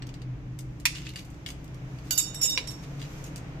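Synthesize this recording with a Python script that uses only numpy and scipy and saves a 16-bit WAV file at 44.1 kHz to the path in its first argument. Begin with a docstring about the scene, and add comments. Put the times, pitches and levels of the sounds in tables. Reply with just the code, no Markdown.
"""Snapping a strip off a glass sheet

Pliers tick on the edge of a glass sheet and snap a long strip off with a crack: bursts of gritty noise.
The strip falls to the right and clinks on a hard floor: ringing modes, struck at each touch of the floor.
The pliers bite the edge again. Echoes of noise make the open workshop; street rumble, hiss and a drone
fill it. A gain control turns the sound down after loud blows."""
import sys
import numpy as np
from scipy import signal
from scipy.fft import rfft, irfft, next_fast_len
from scipy.io import wavfile
from scipy.ndimage import uniform_filter1d, map_coordinates

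SR = 44100
rng = np.random.default_rng(int(sys.argv[2]) if len(sys.argv) > 2 else 0)


def wrap_up_sound(samples):
    """Save the sound to the file named by the first command line argument, as 16-bit audio."""
    columns = np.atleast_2d(samples).T
    # keep every value between -1 and 1, then stretch to whole-number steps
    tamed = np.clip(columns, -1, 1)
    steps = np.round(tamed * 32767).astype(np.int16)
    wavfile.write(sys.argv[1], SR, steps)


N = 158760
RISE_S = 0.0013  # how fast a blow swells

# Pitches of the strip's modes: (frequency [Hz])
STRIP_MODES_HZ = [1465, 2875, 4690, 6870, 9405, 12240, 12530, 3698, 5525, 6430, 7660, 10170, 11350, 13070]


def amp(db):
    """Turn decibels into a plain factor."""
    return 10 ** (np.asarray(db) / 20)


def unit(x):
    """Scale to an rms of 1."""
    return x / np.sqrt(np.mean(x ** 2) + 1e-20)


def along(points, hz):
    """Read a curve of (frequency [Hz], value) points on a log frequency axis."""
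    f, v = np.transpose(points)
    return np.interp(np.log(hz + 1), np.log(f + 1), v)


def wobble(rate, count=N):
    """A smooth random curve through `rate` random points a second."""
    knots = rng.standard_normal(int(count * rate / SR) + 4)
    return map_coordinates(knots, [np.arange(count) * rate / SR])


def filtered(x, response):
    """Multiply the spectrum of x by a response that depends on frequency."""
    m = next_fast_len(N + SR // 2)
    hz = np.fft.rfftfreq(m, 1 / SR)
    return irfft(rfft(x, m) * response(hz), m)[..., :N]


def rush(spectrum, alike):
    """Stereo noise of rms 1; a shared middle and an opposed side part set how alike left and right are."""
    def response(hz):
        turn = np.arccos(np.clip(along(alike, hz), -1, 1)) / 2
        return amp(along(spectrum, hz)) * [np.cos(turn), np.sin(turn)]

    mid, side = filtered(rng.standard_normal((2, N)), response)
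    return unit(np.array([mid + side, mid - side]))


def split(x):
    """Low and high part, parted softly around 5970 Hz; together they give x again."""
    low = filtered(x, lambda hz: 1 / (1 + (hz / 5970) ** 4))
    return low, x - low


def burst(s, t60):
    """Envelope of a blow at s seconds: a quick rise, then a fall of 60 dB in t60 seconds."""
    u = np.maximum(np.arange(N) / SR - s, 0)
    return (1 - np.exp(-u / RISE_S)) * amp(-60 * u / t60)


def modes(x, centres_hz, width_hz):
    """x ringing in narrow resonances, added with alternating sign."""
    def response(f):
        total = 0
        for k, hz in enumerate(centres_hz):
            total = total + (-1) ** k * 1j * f * width_hz / (hz * hz - f * f + 1j * f * width_hz)
        return total

    return filtered(x, response)


def pings(rows, t60):
    """One dying sine tone for each (time [s], level [dB], frequency [Hz]) row."""
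    t = np.arange(N) / SR
    return sum(amp(db) * burst(s, t60) * np.sin(2 * np.pi * hz * (t - s)) for s, db, hz in rows)


def pliers():
    """Glass breaks in many tiny steps: patchy, gritty noise is opened by each tick, crack and scrape."""
    # Cracks and ticks: (time [s], level [dB], treble lift before scaling [dB])
    ticks = [(0.0215, -30, -18), (0.068, -39, 6), (0.0904, -34.5, -3), (0.1404, -39.5, -3),
             (0.2173, -38.5, -4), (0.5888, -35.5, 19.5), (0.607, -51, 28), (0.7995, -40, 11.5),
             (0.854, -1.5, 0.5), (0.893, -32, -2), (0.95, -26.5, -14), (1.067, -27.5, -20),
             (1.0902, -35, -2.5), (1.135, -42, -1), (1.158, -28.5, 2.5), (1.1872, -37, -6),
             (1.248, -51, 20), (1.3013, -56.5, 24), (1.3428, -54.5, 16), (1.4613, -23.5, -6),
             (1.486, -28.5, -3), (1.5023, -31, 7.5), (1.642, -54, 20), (1.6766, -49, 4),
             (1.7435, -51, 11.5), (1.9856, -41, -6), (2.575, -12.5, -15), (3.24, -40, 21),
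             (3.359, -37, 11.5)]
    # Scrapes of the jaws and glass crumbs: (start [s], length [s], level [dB], treble lift before scaling [dB])
    scrapes = [(0.939, 0.095, -46.5, -9), (1.004, 0.13, -50, -10), (1.149, 0.08, -48.5, -1.5),
               (1.473, 0.022, -49.5, 8), (2.041, 0.089, -57.5, 7.5), (2.42, 0.065, -41.5, -1.5),
               (2.822, 0.033, -55, 3), (2.989, 0.086, -49, -6.5), (3.246, 0.05, -61, 17),
               (3.359, 0.031, -61, 15)]
    # Colour of a crack: (frequency [Hz], relative level per Hz [dB])
    sheet_colour = [(650, -33), (1100, -8), (1450, -9), (2200, 1), (3400, -0.5), (5660, -3.5), (7470, -6),
                    (11900, -20), (14200, -13.5), (14900, -45)]
    left_right_alike = 0.19
    patchy_db, grit_db, crumb_db = 4, 4, 4  # strength of the random level changes
    tick_t60_s, longer = 0.024, 0.055  # t60 of a tick at 0 dB; dB of length per dB of level
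    shiver_db, shiver_t60_s = -23.5, 0.056  # faint crackle after a tick
    treble_scale = 0.77

    # Short patches of time and pitch are louder or softer at random.
    z = signal.stft(rush(sheet_colour, [(500, left_right_alike)]), nperseg=192)[2]
    patches = uniform_filter1d(rng.standard_normal(z.shape[1:]), size=3, axis=1)
    grit = signal.istft(z * amp(patchy_db * unit(patches)), nperseg=192)[1][:, :N]
    low, high = split(unit(grit * amp(grit_db * wobble(900))))

    shapes = []
    for s, db, treble in ticks:
        snap = burst(s, tick_t60_s * amp(longer * db))
        shiver = amp(shiver_db) * burst(s, shiver_t60_s)
        shapes.append((amp(db - 1) * (snap + shiver), treble))
    t = np.arange(N) / SR
    crumbs_db = crumb_db * wobble(220)
    for s, length, db, treble in scrapes:
        progress = np.clip((t - s) / length, 0, 1)
        hump = np.sin(np.pi * progress ** 0.86) ** 0.91
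        shapes.append((amp(db + crumbs_db) * hump, treble))

    def envelope(lift):
        """Add the powers of all ticks and scrapes."""
        return np.sqrt(sum((env * amp(lift * treble)) ** 2 for env, treble in shapes))

    return low * envelope(0) + high * envelope(treble_scale)


def held(bites):
    """While the jaws hold the strip, their ticks wake its upper modes briefly."""
    from_s, to_s, level_db, width_hz = 0.9, 1.8, 12.5, 22
    t = np.arange(N) / SR
    upper_hz = [hz for hz in STRIP_MODES_HZ if hz > 7400]
    return amp(level_db) * modes(bites * ((t > from_s) & (t < to_s)), upper_hz, width_hz)


def pane(bites):
    """The sheet itself rings along with the pliers at its own pitches."""
    # Pitches of the sheet: (frequency [Hz])
    pane_hz = [2860, 4030, 4700, 5630, 6570, 8730, 14100]
    level_db, width_hz = 6, 40
    return amp(level_db) * modes(bites, pane_hz, width_hz)


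def knocks():
    """Dull knocks: low tones that die quickly."""
    # Knocks: (time [s], level [dB], frequency [Hz])
    knock_rows = [(.854, -27.5, 985), (2.445, -35, 494), (2.576, -28.5, 986), (2.576, -35, 485)]
    return pings(knock_rows, t60=0.047)


def chips():
    """Loose chips of glass clink: short, higher tones."""
    # Chips: (time [s], level [dB], frequency [Hz])
    chip_rows = [(1.0675, -34, 2583), (1.094, -40, 4230), (1.1365, -42, 2170), (1.1595, -29.5, 4650)]
    return pings(chip_rows, t60=0.03)


def strip():
    """Each touch of the floor strikes the modes, and most also damp the old ringing; tumbling adds wavering."""
    # Modes of the strip: (level [dB], t60 [s], half waves along it [count], bends edgewise [0 to 1],
    # right over left [dB])
    mode_rows = [(-23.5, 0.81, 2.9, 0, 3), (-8.5, 0.84, 3.7, 0, 3.5), (9, 0.094, 3.8, 0, 11),
                 (7, 0.16, 5.84, 0, 24), (-6, 0.16, 5, 0, -2), (1.5, 0.14, 7.6, 0, 10),
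                 (-15.5, 0.18, 5.7, 0, -6.5), (0, 0.83, 4.3, 1, 8.5), (7.5, 0.32, 5.2, 1, 6.5),
                 (-2, 0.41, 3.4, 0.017, 13), (7, 0.2, 4.9, 1, 1), (4, 0.12, 5.35, 1, 5),
                 (-4.5, 0.09, 8.5, 1, 11), (6.5, 0.099, 4.4, 1, 8.5)]
    # Touches of the floor: (time [s], flat modes [dB], edgewise modes [dB], place along the strip [0 to 1],
    # old ringing kept [dB, above 0 damps nothing], click [dB])
    touches = [(2.1072, -18, -27, .05, -20, -16), (2.14, -36, -32, .05, -6.5, -42),
               (2.1764, -24.5, -28.5, .095, 3.5, -19), (2.1959, -32, -25.5, 0.08, -31, -19.5),
               (2.205, -37, -46.5, 0.13, -13, -44), (2.344, -48, -36, .06, -1, -30.5),
               (2.413, -32.5, -29, .065, -4, -25), (2.43, -27, -29.5, 0.08, 6.5, -40),
               (2.493, -37, -38, 0.1, 4, -48), (2.578, -74, -60, 0.16, -32, -51),
               (2.673, -60, -43, 0.28, -7, -27), (2.706, -55.5, -50.5, .265, -25, -30.5)]
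    # Even a mode struck at a still point sounds a little.
    node_leak, click_t60_s = 0.18, 0.022
    # Strengths of the random wavering: level, sound path and chatter; then points a second.
    wander_db, wander_m, buzz_db = 3, 0.011, -11
    wander_per_s, buzz_per_s = 60, 450

    hz = np.c_[STRIP_MODES_HZ]
    db, t60, waves, edge, lean_db = np.transpose(mode_rows)[..., None]
    start, stop = round(touches[0][0] * SR), round(touches[-1][0] * SR) + SR // 2
    t = np.arange(start, stop) / SR
    count = len(t)

    ring = np.zeros((len(mode_rows), count), complex)
    for s, flat_db, edge_db, place, kept_db, _ in touches:
        u = np.maximum(t - s, 0)
        rise = 1 - np.exp(-u / RISE_S)
        shape = np.abs(np.cos(np.pi * waves * place + np.pi / 4)) + node_leak
        phase = np.exp(2j * np.pi * rng.random(hz.shape))
        blow_db = np.where(edge > 0.5, edge_db, flat_db)
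        new = shape * amp(db + blow_db - 60 * u / t60) * rise * phase
        ring = ring * amp(min(kept_db, 0) * rise) + new

    out = np.zeros((2, N))
    for ch, side in enumerate((-1, 1)):
        # Each mode wavers in level and in path length, differently on each side.
        level_wander = np.array([wobble(wander_per_s, count=count) for _ in mode_rows])
        path_wander = np.array([wobble(wander_per_s, count=count) for _ in mode_rows])
        late_s = wander_m / 343 * path_wander  # sound travels 343 m a second
        tone = np.exp(2j * np.pi * (hz * t + rng.random(hz.shape) + hz * late_s))
        chatter = np.array([wobble(buzz_per_s, count=count) for _ in mode_rows])  # on the floor
        tone *= 1 + amp(buzz_db) * chatter
        level = amp(wander_db * level_wander + lean_db * (side - 1) / 2)
        out[ch, start:stop] = np.sum(level * ring * tone, axis=0).real

    clicks = sum(amp(row[-1]) * burst(row[0], click_t60_s) for row in touches)
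    click_colour = [(800, -6), (3000, 2.0), (8000, 6), (13500, -14.5), (15000, -31)]
    click_noise = rush(click_colour, [(500, 0.14)])
    return out + clicks * amp([[-6], [0]]) * click_noise  # 6 dB softer on the left


def room(x):
    """Nearby clutter gives a short dense echo, the shop a longer one that fades at its own speed per pitch."""
    # Echo of the shop: (frequency [Hz], t60 [s])
    shop_fade = [(500, .35), (2000, 0.31), (6000, 0.43), (14000, 0.16)]
    near_db, near_t60_s, shop_db = -9, 0.065, -11
    hop = int(0.3 * SR)  # a new random tail every 0.3 s
    delay = 150  # samples before the echo starts
    out = np.zeros((2, N + 2 * SR))
    for i in range(0, N, hop):
        hz, t, z = signal.stft(rng.standard_normal((2, SR // 2)), SR, nperseg=256)

        def fall(t60):
            """Longer fades start softer."""
            return amp(-60 * t / t60) / np.sqrt(t60)

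        near = amp(near_db) * fall(near_t60_s)
        shop = amp(shop_db) * fall(along(shop_fade, hz)[:, None])
        tail = signal.istft(z * (near + shop), SR, nperseg=256)[1]
        wet = signal.fftconvolve(x[:, i:i + hop], tail * np.sqrt(14 / SR), axes=1)
        out[:, i + delay:i + delay + wet.shape[1]] += wet
    return out[:, :N]


def street():
    """Rumble and hiss are coloured noise; the fuzzy drone is a tone that wavers in level and phase."""
    # Slow course: (time [s], rumble [dB], hiss [dB], hiss treble [dB], drone pitch [Hz], drone [dB])
    course = [(0, -40.5, -53.5, -2, 124.8, -43.5), (.6, -40.5, -56.5, 7, 125.5, -40.5),
              (1.302, -42, -54, 6.5, 127.5, -54), (2.001, -41.5, -52.5, 6.5, 125.5, -40.5),
              (2.5, -41.5, -49.5, 8, 125.9, -57), (2.8, -40, -50.5, 10.5, 140.6, -43),
              (3.2, -39.5, -49, 9, 141.1, -47.5), (3.6, -40.5, -50, -0.5, 138, -56)]
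    # Colour of the rumble: (frequency [Hz], relative level [dB])
    rumble_colour = [(12, -59), (20, -12), (59, -6.5), (86, -16), (106, -10), (129, -2.5), (188, -13),
                     (232, -22), (267, -13), (312, -12.5), (347, -21), (580, -53), (990, -120)]
    # Colour of the hiss: (frequency [Hz], relative level [dB])
    hiss_colour = [(240, -55.5), (400, -3), (1110, -11), (2380, -14), (4340, -26.5), (6410, -27),
                   (9460, -45.5), (10400, -43), (14400, -42)]
    # How alike left and right are: (frequency [Hz], likeness [-1 to 1])
    likeness = [(60, 0.96), (180, 0.98), (550, 0.64), (1650, -0.16), (4970, -0.089)]
    # Balance: (frequency [Hz], left over right [dB])
    balance = [(1000, .5), (6000, -1.5)]
    fuzz_per_s = 12  # random points a second

    s, *columns = np.transpose(course)
    curves = [np.interp(np.arange(N) / SR, s, column) for column in columns]
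    rumble_db, hiss_db, treble_db, drone_hz, drone_db = curves

    low, high = split(rush(hiss_colour + [(14900, -93.0)], likeness))
    hiss_level = amp(hiss_db + 0.4 * wobble(6.13))
    hiss = hiss_level * (low + amp(treble_db + 1.6 * wobble(6)) * high)

    fuzz = 0.77 + 0.64 * (wobble(fuzz_per_s) + 1j * wobble(fuzz_per_s))
    tone = np.exp(2j * np.pi * np.cumsum(drone_hz) / SR)
    drone = amp(drone_db) * unit((fuzz * tone).real)

    rumble = amp(rumble_db + 0.34 * wobble(2.88)) * rush(rumble_colour, likeness)
    both = rumble + hiss + drone
    return filtered(both, lambda hz: amp(along(balance, hz) * [[0.5], [-0.5]]))


def scene():
    """Pliers and strip, their echo in the shop, and the street."""
    bites, clinks = pliers(), strip()
    bites = bites + held(bites) + pane(bites)
    bites = bites + knocks() + chips()
    echo = room(bites + amp(3) * clinks)  # the strip feeds the echo 3 dB more
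    return bites + clinks + echo + street()


def record(dry):
    """Gain drops at once under loud blows and climbs back steadily; nothing is kept above the band limit."""
    duck_from_db, duck_slope, back_db_per_s = -24, 0.31, 28  # slope: dB of drop per dB too loud
    top_hz = 15770
    # Loudness over the latest 10 ms
    power = uniform_filter1d(np.mean(dry ** 2, axis=0), size=441, origin=220)
    loud_db = 10 * np.log10(np.abs(power) + 1e-12)
    climb_db = back_db_per_s * np.arange(N) / SR
    wanted_db = duck_slope * np.maximum(loud_db - duck_from_db, 0)
    # The deepest drop so far holds, less what has been climbed back since.
    duck_db = np.maximum.accumulate(wanted_db + climb_db) - climb_db
    return filtered(dry * amp(-duck_db), lambda hz: hz < top_hz)


dry = scene()
out = record(dry)
wrap_up_sound(out)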